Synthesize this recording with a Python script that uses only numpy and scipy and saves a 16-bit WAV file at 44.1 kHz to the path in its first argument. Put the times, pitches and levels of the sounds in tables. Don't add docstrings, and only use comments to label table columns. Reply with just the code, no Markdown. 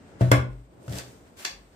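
import sys
import numpy as np
from scipy import signal
from scipy.fft import rfft, irfft
from scipy.io import wavfile

SR = 44100
rng = np.random.default_rng(int(sys.argv[2]) if len(sys.argv) > 2 else 0)


def dump_mix(stems):
    frames = np.atleast_2d(stems).T
    limited = np.clip(frames, -1, 1)
    pcm = np.round(limited * 32767).astype(np.int16)
    wavfile.write(sys.argv[1], SR, pcm)


def elevation(decibels):
    levels = np.asarray(decibels, float)
    return 10 ** (levels / 20)


N = 77175
DESK_LAG, SNAP_LAG = -15, 29


def in_time(rows):
    return np.interp(np.arange(N) / SR, *np.transpose(rows))


def at_hz(points, hz):
    log_hz, values = np.log(np.array(points)[:, 0]), np.array(points)[:, 1]
    return np.interp(np.log(hz + 1), log_hz, values)


def colour(x, points):
    hz = np.arange(N // 2 + 1) * SR / N
    y = irfft(rfft(x) * elevation(at_hz(points, hz)) * (hz > 20), N)
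    return y / np.sqrt(np.mean(y ** 2))


def drift(rate):
    r = np.exp(-2 * np.pi * rate / SR)
    slow = signal.lfilter([1], [1, -2 * r, r * r], rng.standard_normal(N + SR))[SR:]
    return (slow - slow.mean()) / slow.std()


def ring(clicks, hz, t60):
    r, w = elevation(-60 / (t60 * SR)), 2 * np.pi * hz / SR
    return signal.lfilter([0, np.sin(w)], [1, -2 * r * np.cos(w), r * r], clicks + 1e-18)


def burst(s, length):
    t = (np.arange(N) / SR - s) / length
    return np.clip(4 * t, 0, 1) * np.exp(-3.0 * np.clip(t - 0.7, 0, 50))


def place(x, lag):
    turn = np.pi * lag * np.arange(N // 2 + 1) / N
    left_right = np.array([[1], [-1]])
    return irfft(rfft(x) * np.exp(-1j * turn * left_right) * elevation(1.0 / 2 * left_right), N)


def grains():
    rate_hz, spread_db = 6000, 2.44
    sizes = elevation(spread_db * np.minimum(rng.exponential(1, N), 5)) * rng.choice([-1, 1], N)
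    return sizes * (rng.random(N) < rate_hz / SR)


def wide(tone, lag):
    own_share = 0.93
    own = colour(np.array([grains(), grains()]), tone)
    shared = place(colour(grains(), tone), lag)
    return np.sqrt(1 - own_share) * shared + np.sqrt(own_share) * own


def rasp(pressure, tone, lag):
    return elevation(in_time(pressure) + 0.56 * drift(120)) * wide(tone, lag)


# start in seconds, strength in dB, contact cut-off in Hz,
# share of the second strike spot from 0 to 1.
KNOCKS = [(0.2098, -12.5, 950, 0.03), (0.2128, -22.5, 910, 0.2), (0.219, -22.5, 960, 0.08),
          (0.3161, -12.5, 2970, 0.89), (.3182, -19.5, 2000, 1), (0.3256, -20.5, 1990, 1),
          (0.8785, -33, 694, 0), (.886, -33.5, 396, 0.4), (0.901, -32.5, 400, 0.4), (0.914, -26, 497, 0),
          (.94, -35.5, 900, 0.93)]
# frequency in Hz, level in dB at spot one, level in dB at spot two, t60 in seconds.
DESK_MODES = [(72.6, -25, -30, 0.27), (120.2, -12.5, -4.5, 0.28), (184, -10.5, -14, 0.28),
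              (124.08, -2, -9, 0.45), (285.3, -19.5, -6, 0.16), (380.5, -9, -5.5, 0.099),
              (496.4, -8.5, -4.5, 0.059), (549, -11, -9, 0.086), (604.2, -13, -5, 0.13),
              (649, -7.5, -6.5, 0.045), (822, -33, -14.5, 0.12), (1051, -47, -10.5, 0.057),
              (1446, -13, -3.5, 0.05), (1250, -34, -17, 0.025)]


def desk():
    spots, t = np.zeros((2, N)), np.arange(N) / SR
    for s, db, cutoff_hz, share in KNOCKS:
        u = np.clip(t - s, 0, 1) * 2 * np.pi * cutoff_hz
        push = elevation(db) * u * np.exp(-u) * 2 * np.pi * cutoff_hz / SR
        spots += push * np.array([[1 - share], [share]])
    split_hz, low_late_s = 450, 0.0013
    out = np.zeros(N)
    for hz, one_db, two_db, t60 in DESK_MODES:
        mode = ring(elevation(one_db) * spots[0] + elevation(two_db) * spots[1], hz, t60)
        late = np.interp(t - low_late_s * (hz < split_hz), t, mode)
        out += late * np.sign(split_hz - hz)
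    return out


# start in # seconds, level in dB, frequency in Hz, rise in seconds, t60 in seconds.
CREAKS = [(0.00079, -48, 257, 0.0037, 0.096), (0.25, -23, 86, 0.029, 0.25), (.36, -16, 79, 0.02, 0.14),
          (0.39, -39, 242, 0.0077, 0.2), (.46, -27.5, 52, 0.053, 0.37), (0.72, -51, 245, 0.023, 0.15),
          (1.38, -49, 364, 0.024, 0.22), (0.94, -36, 71, 0.0093, 0.16), (0.84, -37.5, 347, 0.0068, 0.049),
          (1.08, -50, 337, 0.011, 0.069), (1.5, -46, 545, 0.013, .1), (1.5, -54, 610, 0.029, 0.13),
          (0.2906, -28.5, 190, 0.016, 0.28), (1.49, -47, 48, 0.04, 0.58), (1.452, -54.5, 2500, .003, 0.25),
          (1.72, -68, 4500, 0.0066, 0.096),
          (.829, -54, 8600, .001, .012)]


def sways():
    t, out = np.arange(N) / SR, np.zeros(N)
    for s, db, hz, rise, t60 in CREAKS:
        u = np.clip(t - s, 0, 9)
        swell = elevation(db + 8.0 - 60 * u / t60) * (1 - np.exp(-u / rise)) ** 2
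        out += swell * np.sin(2 * np.pi * hz * u + 0.7 * drift(hz / 12.0))
    return out


# frequency in Hz, level in dB, t60 in seconds.
COMB_MODES = [(530, -14, 0.02), (2040, -21.5, 0.016), (3360, -19, 0.013), (5190, -17.5, .01),
              (7300, -36, 0.011), (8260, -34, 0.016), (12480, -23, 0.021)]


def comb():
    click = np.arange(N) == int(0.3162 * SR)
    return place(sum(-elevation(db) * ring(click, hz, t60) for hz, db, t60 in COMB_MODES), DESK_LAG)


# start in seconds, peak in dB, lag of the left port in samples.
TICKS = [
    (.2105, -31.5, -14.5),
    (.3179, -14.5, -10.5),
    (0.9253, -38, -7.5),
    (0.9864, -35.5, 13),
]
# frequency in Hz, level in dB per Hz.
TICK_COLOUR = [(300, -45), (900, 0.5), (1800, 5), (3000, -2), (5000, -15.5), (8500, -20), (10500, -27),
               (16000, -41)]
# start in seconds, peak in dB, lag of the left port in samples.
SNAP_TICK = [(1.4518, -21.5, 30.4)]
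# frequency in Hz, level in dB.
SNAP_COLOUR = [(60, -52), (400, -15.5), (900, 0), (7000, -2), (9500, -12.5), (16000, -17)]


def ticks(rows, tone):
    out = 0
    for s, db, lag in rows:
        click = colour(np.arange(N) == int(s * SR), tone)
        out = out + place(elevation(db) * click / click.max(), lag)
    return out


def snap_noise():
    return elevation(-28) * burst(1.4478, 0.0066) * wide(SNAP_COLOUR, SNAP_LAG)


# start in seconds, level in dB, length in seconds.
CRACKS = [
    (0.206, -37, 0.016),
    (0.3143, -14.5, 0.0075),
    (0.32, -45, 0.0055),
    (0.879, -42.5, 0.0056),
]
# frequency in Hz, level in dB.
CRACK_COLOUR = [(500, -7.5), (900, -1), (2000, -12.5), (3300, -16), (6400, -19), (9500, -20), (12600, -31),
                (16000, -24)]
# start in seconds, level in dB, length in seconds.
CATCHES = [(.894, -48, .005), (.9235, -39, .003), (.933, -43, .002), (.956, -41, .003), (.968, -39, .002),
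           (.9845, -32, .003), (.995, -41, .005)]
# frequency in Hz, level in dB.
CATCH_COLOUR = [(1000, -12.5), (4000, 6.5), (8500, -1.5), (10000, -8), (15000, -11), (16000, -21)]


def cracks():
    hard = sum(elevation(db) * burst(s, length) for s, db, length in CRACKS)
    light = sum(elevation(db) * burst(s, length) for s, db, length in CATCHES)
    catch_noise = rng.standard_normal(N) + 1.03 * rng.standard_normal((2, N))
    return hard * wide(CRACK_COLOUR, DESK_LAG) + light * colour(catch_noise, CATCH_COLOUR)


# time in seconds, level in dB.
SETTLE = [(.15, -110), (.195, -58), (.215, -46), (.3, -52), (.34, -50), (.45, -110)]


def settle():
    return rasp(SETTLE, CRACK_COLOUR, DESK_LAG)


# time in seconds, level in dB.
DRAG = [(.7, -110), (.8, -76), (.83, -66.5), (.885, -58), (.92, -46.5), (.94, -45.5), (.988, -40.5),
        (1.005, -49), (1.03, -56.5), (1.1, -59.5), (1.3, -75)]
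# frequency in Hz, level in dB.
DRAG_COLOUR = [(150, -11), (450, 9.5), (1200, -4.5), (4000, -6.5), (8500, -2), (10000, -13), (14000, -9.5),
               (16000, -18)]


def drag():
    return rasp(DRAG, DRAG_COLOUR, -3.0)


# time in seconds, level in dB.
SWEEP = [(1.3, -110), (1.36, -73), (1.372, -54.5), (1.4, -47), (1.445, -49), (1.47, -49.5), (1.6, -82),
         (1.7, -110)]
# frequency in Hz, level in dB.
SWEEP_COLOUR = [(100, -34), (400, -0.5), (1100, 0.5), (3000, -1.5), (8500, -3.5), (10000, -9), (14500, -9),
                (16000, -11)]


def sweep():
    return rasp(SWEEP, SWEEP_COLOUR, 40.0)


# start in seconds, level in dB.
SNAPS = [
    (1.4490, -35.5),
    (1.4504, -40.5),
    (1.4520, -23),
]
# frequency in Hz, level in dB, t60 in seconds.
BRUSH_MODES = [(377, -6.5, 0.025), (950, -5, 0.017), (1755, -6.5, 0.016), (1890, -2.5, 0.0088),
               (2350, -18, 0.013), (2780, -1, 0.012), (3540, -5, 0.0098), (4100, -6, 0.012),
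               (4640, 1.5, 0.009), (5160, -9, 0.0093), (5650, 5, 0.0059), (6330, -6, 0.0067),
               (7200, 4, 0.0051)]


def snap():
    body = 0
    for hz, db, t60 in BRUSH_MODES:
        hits = np.zeros(N)
        for s, level_db in SNAPS:
            hits[int(s * SR)] = elevation(level_db + db - 2) * rng.choice([-1, 1])
        body = body + ring(hits, hz, t60)
    thinned = signal.lfilter([1, -1], [1, -0.95], body)
    return place(thinned, SNAP_LAG)


# time in seconds, level in dB.
RUSTLE_DB = [(0, -63.5), (.17, -62), (.5, -82), (.75, -95), (1.1, -67), (1.33, -72.5), (1.65, -81),
             (1.75, -67)]
# frequency in Hz, level in dB per Hz.
RUSTLE_COLOUR = [(500, -8), (1500, 11.5), (4000, -3.5), (8800, -4.5), (10000, -38), (13000, -29),
                 (16000, -18)]


def rustle():
    return rasp(RUSTLE_DB, RUSTLE_COLOUR, 11.5)


# frequency in Hz, t60 in seconds.
ROOM_T60 = [(100, 0.49), (1000, 0.32), (4000, 0.29), (12000, 0.18)]
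# frequency in Hz, side against mid in dB.
FIELD_SIDE = [(60, -11), (250, -11.5), (1000, 1), (8000, 0)]


def room(x):
    low_hz, first_s = 171, 0.0019
    t, tail = np.arange(SR // 2) / SR, 0
    edges = 100 * 2 ** np.arange(0, 7.6, 0.5)
    for low, high in zip(edges, edges[1:]):
        hz = np.sqrt(low * high)
        band = signal.butter(2, [low, high], "band", fs=SR, output="sos")
        mid, side = signal.sosfilt(band, rng.standard_normal((2, len(t))))
        gain = elevation(-60 * t / at_hz(ROOM_T60, hz)) * hz ** 2 / (hz ** 2 + low_hz ** 2)
        tail = tail + gain * (mid + elevation(at_hz(FIELD_SIDE, hz)) * side * [[1], [-1]])
    tail = tail * np.clip(t / first_s - 0.5, 0, 1)
    return signal.fftconvolve(x[:1], tail / np.sqrt(np.sum(tail ** 2) / 2), axes=1)[:, :N]


# frequency in Hz, level in dB.
HUM_COLOUR = [(30, -19), (60, 0), (280, -2.5), (600, -8.5), (900, -16.5), (2500, -37), (16000, -68)]
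# time in seconds, level in dB.
HUM_DB = [(0, -55), (.15, -49.5), (.65, -59.5), (.8, -52.5), (1.1, -52), (1.3, -57), (1.75, -56.5)]


def hum():
    mid, side = rng.standard_normal((2, N))
    hz = np.arange(N // 2 + 1) * SR / N
    side = irfft(rfft(side) * elevation(at_hz(FIELD_SIDE, hz)), N)
    return elevation(in_time(HUM_DB) + 1.04 * drift(3.3)) * colour(np.array([mid + side, mid - side]), HUM_COLOUR)


# frequency in Hz, level in dB per Hz.
HISS_COLOUR = [(500, -5), (1200, -3.5), (3000, -10), (6500, -17), (8600, -9), (9600, -28.5), (12500, -20.5),
               (16000, -26)]


def hiss():
    return elevation(-67 + 1.8 * drift(8.9)) * colour(rng.standard_normal((2, N)), HISS_COLOUR)


def scene():
    bodies = place(desk() + sways(), DESK_LAG) + snap() + drag() + sweep() + settle()
    spine = comb()
    contacts = ticks(TICKS, TICK_COLOUR) - ticks(SNAP_TICK, SNAP_COLOUR)
    chatter = cracks() + snap_noise()
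    to_walls = bodies + elevation(-9) * spine + elevation(-2) * chatter + elevation(12) * contacts
    walls = elevation(-2.5) * room(to_walls)
    return bodies + spine + contacts + chatter + walls + rustle() + hum() + hiss()


def roll_off(x):
    return signal.sosfilt(signal.butter(12, 16490, fs=SR, output="sos"), x)


def record(dry):
    low_hz, top_hz, left_db = 46.3, 15800, 0.8
    x = signal.sosfilt(signal.butter(4, low_hz, "high", fs=SR, output="sos"), dry)
    x = signal.sosfilt(signal.cheby2(10, 50, 1.03 * top_hz, fs=SR, output="sos"), x)
    x = x * elevation(left_db / 2 * np.array([[1], [-1]]))
    mix = 1.267 * np.tanh(x / 1.152)
    return roll_off(mix)


dry = scene()
out = record(dry)
dump_mix(out)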